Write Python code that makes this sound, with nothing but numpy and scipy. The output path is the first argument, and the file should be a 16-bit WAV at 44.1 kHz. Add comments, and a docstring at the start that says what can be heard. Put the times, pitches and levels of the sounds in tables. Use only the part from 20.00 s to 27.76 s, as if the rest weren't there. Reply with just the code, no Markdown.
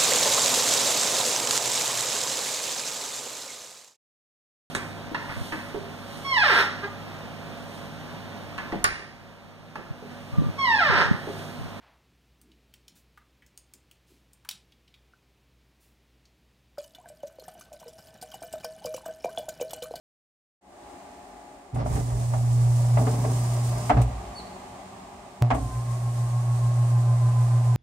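"""Inside an old pickup parked in a quiet garage. A fan rushes; the background fades in from silence. A switch
clicks and an electric window runs down: the motor hums with the ripple of a mains-fed supply, its commutator
whines, the glass hisses along its felt channels, the linkage knocks in the steel door. The window hits its
stop, the cab booms, the stalled motor buzzes. Something squeaks once. After a pause the motor surges and the
window runs up, its hum growing with the load."""
import sys
import numpy as np
from scipy import signal
from scipy.fft import rfft, irfft, next_fast_len
from scipy.io import wavfile
from scipy.ndimage import map_coordinates

SR = 44100
rng = np.random.default_rng(int(sys.argv[2]) if len(sys.argv) > 2 else 0)


def pcm_store(signal):
    """Save signal as 16-bit PCM."""
    levels = np.round(np.clip(np.atleast_2d(signal), -1, 1) * 32767)
    wavfile.write(sys.argv[1], SR, levels.astype(np.int16).T)


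N = 342216
TIME = np.arange(N) / SR
DOWN_START_S, DOWN_STOP_S, UP_START_S = 1.73, 3.92, 5.53
BREAKAWAY_S, BREAKAWAY_WIDTH_S = 5.715, 0.055  # rising glass breaks free
RIPPLE_HZ = 120

# microphone aim: t/s, facing (1 dashboard, 0 door)
FACING = [(1.9, 0.9), (2.4, 0.846), (3.1, 0.13)]
# gear noise spectrum: f/Hz, level/dB
GEARS = [(100, -80), (350, -40), (560, -1), (720, -1.5), (900, -1), (1150, -9), (1400, -15), (2100, -21),
         (3200, -28), (6000, -31), (12000, -90)]


def amp(db):
    return 10 ** (np.asarray(db) / 20)


def unit(x):
    return x / np.sqrt(np.mean(x ** 2) + 1e-20)


def fade(t, t60):
    """Free decay, 60 dB down after t60."""
    return np.exp(-np.log(1000) * t / t60)


def along(points, hz):
    """Interpolate (f/Hz, value) points on a log axis."""
    f, values = np.transpose(points)
    return np.interp(np.log(hz + 1), np.log(f), values)


def curves(rows):
    """One per-sample curve for each column after t/s."""
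    times_s, *columns = np.transpose(rows)
    return [np.interp(TIME, times_s, column) for column in columns]


def running(start_s, stop_s, ramp_s):
    """Gate with linear edges."""
    return np.clip((TIME - start_s) / ramp_s, 0, 1) * np.clip((stop_s - TIME) / ramp_s, 0, 1)


def bump(at_s, width_s):
    """Gaussian swell of height 1."""
    return np.exp(-((TIME - at_s) / width_s) ** 2)


def wobble(knots_per_s):
    """Smooth random curve."""
    return map_coordinates(rng.standard_normal(int(N * knots_per_s / SR) + 4), [TIME * knots_per_s])


def tone(hz):
    """Sine of rms 1 on a pitch curve."""
    return np.sqrt(2) * np.sin(2 * np.pi * (np.cumsum(hz) / SR + rng.random()))


def filtered(x, response):
    """Apply the gain response(hz)."""
    n = x.shape[-1]
    padded = next_fast_len(n + SR // 2)
    return irfft(rfft(x, padded) * response(np.fft.rfftfreq(padded, 1 / SR)), padded)[..., :n]


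def add(track, at_s, sound):
    """Mix a sound into a track in place."""
    part = track[..., round(at_s * SR):][..., :sound.shape[-1]]
    part += sound[..., :part.shape[-1]]


def rush(spectrum, hollow, size=N):
    """Stereo noise of rms 1; hollow scales the cab's colour. Bass alike at both ears, treble unrelated."""
    cab_resonances = [(166.3, 11.3, -11), (188, 8.8, 8.5), (224, 21.3, -10.5), (218.6, 91, 10.5),
                      (311, 69, -13), (359, 28, 5), (445.5, 30, -9), (519, 40, -21), (549.5, 9.9, 12.5),
                      (601.4, 13, 9), (666, 12, 5.5), (763, 103, 2.5), (843, 12.5, 11.5), (864, 51, -13),
                      (1010, 16, -7.5), (1188, 36, 5.5), (1285, 31, -7), (1494, 130, -5), (1537, 22, 7.5),
                      (2020, 19, 5.5), (7180, 490, 5), (7100, 350, 0), (8520, 670, 4.5)]  # peaks and hollows: f/Hz, width/Hz, gain/dB
    likeness = [(60, 0.96), (130, 1), (250, 0.89), (500, 0.78), (1000, 0.23), (2000, 0), (12000, 0)]  # f/Hz, left-right correlation
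    grid_hz = np.geomspace(10, SR / 2, 2000)
    cab_db = sum(db / (1 + (2 * (grid_hz - hz) / width) ** 2) for hz, width, db in cab_resonances)
    angle = np.arccos(np.clip(along(likeness, grid_hz), -1, 1)) / 2
    gains = amp(along(spectrum, grid_hz) + hollow * cab_db) * [np.cos(angle), np.sin(angle)]
    white = rng.standard_normal((2, size))
    mid, side = filtered(white, lambda hz: np.array([np.interp(hz, grid_hz, g) for g in gains]))
    return unit(np.array([mid + side, mid - side]))


def dying(noise, decay):
    """Decay each frequency at its own rate; decay: f/Hz, t60/s."""
    hz, t, bins = signal.stft(noise, SR, nperseg=256)
    bins = bins * fade(t, along(decay, hz)[:, None])
    return signal.istft(bins, SR, nperseg=256)[1][:, :noise.shape[-1]]


def ring(modes, t, scatter_db, spread):
    """Struck modes of unit strength; higher modes differ more in phase between the ears."""
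    hz, db, t60 = np.transpose(modes)[:, :, None]
    strength = amp(db + scatter_db * rng.standard_normal(db.shape))
    ear_phase = np.minimum(spread * hz / 1000, 1) * rng.standard_normal((2, len(modes), 1))
    phase = 2 * np.pi * (hz * t + rng.random(db.shape)) + ear_phase
    return np.sum(strength * np.sin(phase) * fade(t, t60), axis=1) / np.linalg.norm(strength)


def reflected(pair, size_db, count=12):
    """Early copies off glass and bare steel comb each ear's sound; output rms 1."""
    out = pair.copy()
    for ear in range(2):
        for delay_s, strength in zip(rng.uniform(.001, .025, count), rng.standard_normal(count)):
            add(out[ear], delay_s, amp(size_db) * strength * pair[ear])
    return unit(out)


def from_the_door(pair, lag_s=0.000413, lean_db=1.0):
    """Facing the dashboard, the door is on the right: the left ear hears it later and weaker."""
    dash, = curves(FACING)
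    left = map_coordinates(pair[0], [(TIME - lag_s * dash) * SR])
    return np.array([left, pair[1]]) * amp(np.outer([-.5, .5], lean_db * dash))


def garage_air(start_s=0.61, fade_in_s=0.3, lean_db=1.5):
    """Fan rush with unsteady tones; its colour changes as the microphones turn."""
    levels = [(.95, -43), (1.55, -45.5), (1.75, -48.5), (3.8, -39), (4.3, -40), (5.4, -45), (5.9, -44),
              (7.76, -41.5)]  # background: t/s, level/dB
    fan_lines = [(242, -22.5), (285, -12), (345, -19), (560, -30), (716, -8), (834.4, -6)]  # f/Hz, level/dB
    dash_spectrum = [(20, -45), (45, -2), (70, -6.5), (105, -16), (200, -17), (290, 1.5), (400, -2.5),
                     (560, -4.5), (820, -1), (1150, -12), (2200, -18.5), (3200, -24.5), (5500, -26),
                     (8700, -26.5), (11000, -35.5), (15500, -39)]  # under the dashboard: f/Hz, level/dB
    door_spectrum = [(20, -38), (40, -5), (60, 0), (120, -4.5), (200, -4.5), (400, 0.5), (600, -3.5),
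                     (800, 1.5), (1100, -4), (1500, -13.5), (2200, -15.5), (3500, -20.5), (8500, -24.5),
                     (11000, -32), (15500, -39)]  # facing the door: f/Hz, level/dB
    level_db, = curves(levels)
    dash, = curves(FACING)
    air = np.sqrt(dash) * amp(-3) * rush(dash_spectrum, hollow=0.91)
    air += np.sqrt(1 - dash) * amp(-.5) * rush(door_spectrum, hollow=1.0)
    lines = sum(amp(db + 0.66 * wobble(4.6)) * tone(hz + 1.69 * wobble(14)) for hz, db in fan_lines)
    gain = amp(level_db + np.outer([.5, -.5], lean_db * dash))  # cab's open side is on the left
    gain *= running(start_s, np.inf, fade_in_s) ** 0.67
    return gain * (air + amp(-10.0 + 5.7 * dash) * lines)


def squeak():
    """Brief stick-slip squeak: sags, turns rough, echoes round the garage."""
    contour = [(4.347, 4400, -62), (4.362, 4475, -43), (4.373, 4490, -41.5), (4.389, 4430, -41),
               (4.396, 4150, -45), (4.411, 4080, -49)]  # t/s, f/Hz, level/dB
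    garage_decay = [(200, .6), (4000, 0.51), (12000, .25)]  # f/Hz, t60/s
    hz, db = curves(contour)
    roughness, = curves([(4.378, 0.0055), (4.392, 0.03)])
    hz = hz * (1 + roughness * wobble(400))
    gate = running(contour[0][0], contour[-1][0], .003)
    direct = amp(db) * gate * (tone(hz) + amp(-15.5) * tone(2 * hz))
    tail = dying(rng.standard_normal((2, SR // 2)), garage_decay)
    echo = signal.fftconvolve(direct[None], tail / np.linalg.norm(tail[0]), axes=1)[:, :N]
    return amp(-3) * direct + amp(-6) * echo


def clicks(inrush_s=5.4233):
    """Switch snaps, plus one sharp electrical tick at the inrush for the lift."""
    contacts = [(1.745, -50, 0.36), (4.016, -35, 0.09), (5.547, -44, .15)]  # t/s, level/dB, t60/s
    snap_spectrum = [(1200, -3), (2500, 0), (5000, -8.5), (7500, -1), (9000, 0.5), (11000, -10),
                     (15500, -15)]  # f/Hz, level/dB
    out, t = np.zeros((2, N)), np.arange(SR // 4) / SR
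    for at_s, db, t60 in contacts:
        add(out, at_s, amp(db) * rush(snap_spectrum, hollow=0.49, size=len(t)) * fade(t, t60))
    add(out, inrush_s, amp(-12.0) * fade(t, 0.012))
    return out


def booms(rise_s=0.018):
    """Glass stopping or setting off jolts the body and rings the closed cab's lowest air modes."""
    air_modes = [(59.5, 0.5, 0.74), (51.4, -9, 1), (102.5, -12, 0.99)]  # f/Hz, level/dB, t60/s
    jolts = [(3.929, -14.5), (5.52, -21)]  # t/s, level/dB
    out, t = np.zeros(N), np.arange(SR) / SR
    boom = sum(amp(db) * np.sin(2 * np.pi * hz * t) * fade(t, t60) for hz, db, t60 in air_modes)
    boom *= 1 - np.exp(-t / rise_s)
    for at_s, db in jolts:
        add(out, at_s, amp(db) * boom)
    return out


def knocks(rebound_s=0.0075, rebound_db=-6.5, rise_s=0.00066):
    """Linkage slack is taken up in double blows that ring the door's frame, skin and loose parts."""
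    blows = [(1.757, -30.5, 3, -3), (1.771, -27.5, 2, -13), (1.859, -24, -7, -8.5), (1.958, -28.5, 5, 2.5),
             (2.335, -20.5, -14, -8.5), (2.971, -16, -7, -5), (3.009, -19.5, -1.5, -27),
             (3.068, -22.5, 5, -1), (3.131, -27.5, 7, -21), (3.248, -26.5, 3.5, -6),
             (3.895, -18, -4.5, 5.5), (3.9, -8.5, -6, -1.5), (3.969, -21, 6, -1), (5.503, -15, -6, 3.5),
             (5.509, -14.5, -5.5, -1.5), (5.546, -23.5, 3.5, -4)]  # t/s, level/dB, skin gain/dB, treble gain/dB
    frame_modes = [(444, -30, 0.12), (612, -2.5, 0.34), (625, -10.5, 0.22), (667, 10, 0.19),
                   (732, -3, 0.66), (766, 4.5, 0.27), (832, -5.5, 0.39), (977, -30, 0.1),
                   (1028, 1.5, 0.086), (1137, 5.5, 0.1), (1240, -28, .12), (1547, -33, 0.13),
                   (1740, -18, 0.1), (1986, -30, 0.057), (2006, -7.5, 0.14), (2120, -3, 0.072),
                   (2300, -30, .09), (2850, -43, .08)]  # f/Hz, level/dB, t60/s
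    skin_modes = [(240, -6, 0.33), (269, -6.5, 0.55), (294.5, -7.5, 0.37), (443.5, -4, 0.18)]  # f/Hz, level/dB, t60/s
    clatter_spectrum = [(200, -16), (450, -26), (520, -9), (620, 3), (780, 0.5), (900, -2.5), (1120, -7),
                        (1400, -10), (2050, -17), (2800, -21.5), (4000, -33), (8000, -39), (15000, -74)]  # f/Hz, level/dB
    clatter_decay = [(200, 0.3), (700, 0.17), (1200, 0.23), (2500, 0.16), (8000, 0.1)]  # f/Hz, t60/s
    out, t = np.zeros((2, N)), np.arange(SR // 2) / SR
    for at_s, db, skin_db, treble_db in blows:
        shelf = [(800, 0), (1700, treble_db)]
        for delay_s, gain_db in ((0, 0), (rebound_s, rebound_db)):
            frame = ring(frame_modes, t, scatter_db=2.5, spread=1.1)
            skin = ring(skin_modes, t, scatter_db=2.5, spread=1.1)
            loose = dying(rush(clatter_spectrum, hollow=0.27, size=len(t)), clatter_decay)
            loose *= 1 + 1.26 * fade(t, 0.079)
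            blow = amp(-8) * frame + amp(-11.0) * loose + amp(skin_db - 9.0) * skin
            blow *= 1 - np.exp(-t / rise_s)
            blow = filtered(blow, lambda hz: amp(along(shelf, hz)))
            add(out, at_s + delay_s, amp(db + gain_db) * blow)
    return out


def gear_turn(turn_hz=6.72, peak_s=7.11):
    """Load on the gear: 1 at its heaviest, -1 half a turn later."""
    return np.cos(2 * np.pi * turn_hz * (TIME - peak_s))


def load(rise_s=1.4):
    """Share of the glass's weight on the motor going up."""
    return np.clip((TIME - UP_START_S) / rise_s, 0, 1)


def drive(shudder_db, rattle_db, gears_db, flutter_db):
    """Door skin shudders; the arm rattles and gears whirr under a torque pulsing with the supply."""
    skin_spectrum = [(20, -45), (30, -20), (40, -5), (57, 13.5), (78, 1), (100, 4), (150, -42), (400, -100)]  # f/Hz, level/dB
    arm_spectrum = [(40, -70), (100, -11), (150, 3), (200, -11.5), (260, -2), (340, -12), (450, -5),
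                    (600, -23.5), (1000, -55), (3000, -100)]  # f/Hz, level/dB
    torque = 1 + 0.24 * np.sin(2 * np.pi * RIPPLE_HZ * TIME)
    skin = amp(shudder_db) * rush(skin_spectrum, hollow=0.82)
    arm = amp(rattle_db) * rush(arm_spectrum, hollow=0.53)
    gears = amp(gears_db + flutter_db * wobble(40)) * rush(GEARS, hollow=1.0)
    return skin + torque * (arm + gears)


def judders(attack_s=0.016, t60_s=0.37):
    """Where the glass catches or stops, the whole drive shakes: quick rise, hold, free decay."""
    catches = [(1.725, 0.16, -36, -35.5), (1.892, 0.098, -28, -33.5), (2.112, 0.074, -32, -40),
               (2.97, 0.35, -42, -33.5), (3.92, .07, -34, -31.5), (5.522, .03, -38, -34.5),
               (5.6, .09, -37, -52)]  # t/s, length/s, door shudder/dB, linkage rattle/dB
    shudder, rattle = np.full((2, N), amp(-120))
    for at_s, length_s, shudder_db, rattle_db in catches:
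        shape = running(at_s, np.inf, attack_s) * fade(np.maximum(TIME - at_s - length_s, 0), t60_s)
        shudder = np.hypot(shudder, amp(shudder_db) * shape)
        rattle = np.hypot(rattle, amp(rattle_db) * shape)
    shudder_db, rattle_db = 20 * np.log10([shudder, rattle])
    return drive(shudder_db, rattle_db, gears_db=rattle_db - 9, flutter_db=5.0)


def surges():
    """Stalling or starting, the motor draws a current surge and buzzes; loose parts chatter along."""
    events = [(3.966, -6, 0.0087, 0.33), (5.413, -9, 0.0085, 0.43)]  # t/s, level/dB, rise/s, t60/s
    harmonics = [(1, -1), (2, -25), (3, -31), (5, -30.5), (6, -24)]  # multiple of the ripple, level/dB
    out, t = np.zeros((2, N)), np.arange(SR // 2) / SR
    phase = 2 * np.pi * RIPPLE_HZ * t
    buzz = sum(amp(db) * np.sin(k * phase) for k, db in harmonics)
    for at_s, db, rise_s, t60 in events:
        chatter = amp(-26.5) * rush(GEARS, hollow=1.0, size=len(t)) * (1 + np.sin(phase))
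        add(out, at_s, amp(db) * (buzz + chatter) * fade(t, t60) * (1 - np.exp(-t / rise_s)))
    return out


def hum(light_db=-30, loaded_db=-19.5, slack_s=0.074):
    """Supply ripple shakes the door; going up, the hum grows with load and throbs once per gear turn."""
    down_levels = [(1.8, -28), (1.865, -34.5), (1.92, -28.5), (2.17, -27), (2.63, -18.5), (2.89, -21),
                   (2.95, -17), (3.1, -24), (3.72, -24), (3.82, -31)]  # t/s, level/dB
    down_db, = curves(down_levels)
    down = amp(down_db) * running(DOWN_START_S, DOWN_STOP_S, 0.0073)
    steady = amp(light_db + (loaded_db - light_db) * load())
    throb = amp(-38 - 7.6 * (0.5 - load())) * gear_turn()
    sag = amp(-12 * bump(BREAKAWAY_S, BREAKAWAY_WIDTH_S / 2))
    up = (steady + throb) * sag * running(UP_START_S + slack_s, np.inf, 0.033)
    phase = 2 * np.pi * RIPPLE_HZ * TIME
    ripple = np.sin(phase) + amp(-37.0) * np.sin(2 * phase) + amp(-38.0) * np.sin(3 * phase)
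    return np.sqrt(2) * (down + up) * ripple


def glass(felt, hiss_db, grain_db, lean_db):
    """The pane hisses along felt that grips and lets go; lean_db is left minus right."""
    grip = amp(grain_db * wobble(150) + 1.1 * wobble(21))
    hiss = reflected(rush(felt, hollow=0.68), size_db=-17.5)
    return amp(hiss_db + lean_db * np.array([[.5], [-.5]])) * grip * hiss


def commutator(rate_hz, harmonics, whine_db, jitter, tilt_db=0):
    """Brushes sing on multiples of the commutator rate; tilt_db is the gain step per multiple."""
    rate_hz = rate_hz * (1 + jitter * wobble(120))
    out = np.zeros((2, N))
    for k, db in harmonics:
        flicker_db = 2.8 * np.array([wobble(23), wobble(20)])
        out += amp(db + tilt_db * (k - 2) + flicker_db) * tone(k * rate_hz)
    return amp(whine_db) * out


def lowering(slack_s=0.11):
    """Window runs down; gears, glass and whine come forward as the microphones turn to the door."""
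    speeds = [(1.73, 500), (2.15, 531), (2.6, 489), (3.0, 530), (3.4, 544.5), (3.9, 526)]  # commutator: t/s, rate/Hz
    harmonics = [(2, 6), (3, -3.5), (9, -1), (10, 1), (11, -3), (13, -8)]  # multiple of the rate, level/dB
    felt_spectrum = [(1180, -13), (2000, -9), (3200, -8.5), (4110, -7.5), (5540, -3.5), (5990, -3),
                     (7680, -2.5), (8440, -0.5), (11200, -9), (15500, -15)]  # f/Hz, level/dB
    off_axis = [(7000, -0.5), (13000, -2.5)]  # treble loss facing away from the door: f/Hz, gain/dB
    rate_hz, = curves(speeds)
    toward = 1 - curves(FACING)[0]
    works = drive(shudder_db=-42.5, rattle_db=-46 + 4.3 * toward,
                  gears_db=-45.0 + 2.2 * toward, flutter_db=2.0)
    scrape_db = 4.5 * bump(1.955, 0.026)  # glass leaves its seal
    hiss_db = -46 + 3.65 * toward + scrape_db
    pane = glass(felt_spectrum, hiss_db, grain_db=0.93, lean_db=-1.5 + toward)
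    pane *= running(DOWN_START_S + slack_s, DOWN_STOP_S, 0.033)  # arm swings before the glass slides
    pane = toward * pane + (1 - toward) * filtered(pane, lambda hz: amp(along(off_axis, hz)))
    whine = commutator(rate_hz, harmonics, whine_db=-72.5 + 13.1 * toward, jitter=.007)
    return (works + pane + whine) * running(DOWN_START_S, DOWN_STOP_S, 0.018)


def lifting(sag_hz=3.7, waver_hz=1.96, slowing_db_per_hz=0.063):
    """Window runs up, louder with load; each gear turn slows the motor and swells its whine."""
    speeds = [(5.56, 537), (5.72, 515), (5.95, 543.5), (6.28, 530.4), (6.39, 545), (6.52, 551), (6.6, 534),
              (6.8, 539.5), (7.02, 516.4)]  # commutator: t/s, rate/Hz
    harmonics = [(2, -1.5), (3, -16), (4, -39.5)]  # multiple of the rate, level/dB
    felt_spectrum = [(1180, -0.5), (2000, -8), (3150, -8.5), (6520, -2.5), (7230, -4), (7810, -3),
                     (8510, 0), (10800, -10), (13400, -12), (15500, -25)]  # f/Hz, level/dB
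    speed_hz, = curves(speeds)
    works = drive(shudder_db=-50.0, rattle_db=-54.0 + 3.6 * load(),
                  gears_db=-48.5 + 4.3 * load(), flutter_db=0.4)
    pane = glass(felt_spectrum, hiss_db=-49.0, grain_db=-0.1, lean_db=-1.5)
    eased_db = -6.5 * ((1 - gear_turn()) / 2) ** 2  # load lets go once a turn
    slowed_db = slowing_db_per_hz * (speed_hz.max() - speed_hz)
    breakaway_db = 8 * bump(BREAKAWAY_S, BREAKAWAY_WIDTH_S)
    whine_db = -47.5 + 2.2 * load() + eased_db + slowed_db + breakaway_db
    rate_hz = speed_hz - sag_hz * gear_turn() + waver_hz * wobble(12)  # friction makes it waver
    whine = commutator(rate_hz, harmonics, whine_db, jitter=0.00602, tilt_db=-4.5 * (1 - load() ** 3))
    return (works + pane + whine) * running(UP_START_S, np.inf, 0.011)


def scene():
    """The window in the door, with garage air, switch and squeak around it."""
    window = lowering() + lifting() + judders() + hum() + surges() + knocks() + booms()
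    return garage_air() + from_the_door(window) + clicks() + squeak()


def record(dry, low_hz=32, top_hz=15780):
    """Two band-limited microphones, slightly different in colour."""
    imbalance = [(60, -0.6), (250, -0.5), (500, 1), (1000, 0), (2000, -4.5), (4000, -0.9), (8000, 0),
                 (12000, -0.5)]  # f/Hz, left minus right/dB
    cut = signal.sosfilt(signal.butter(2, low_hz, "highpass", fs=SR, output="sos"), dry)
    return filtered(cut, lambda hz: amp(np.outer([.5, -.5], along(imbalance, hz))) * (hz < top_hz))


dry = scene()
out = record(dry)
pcm_store(out)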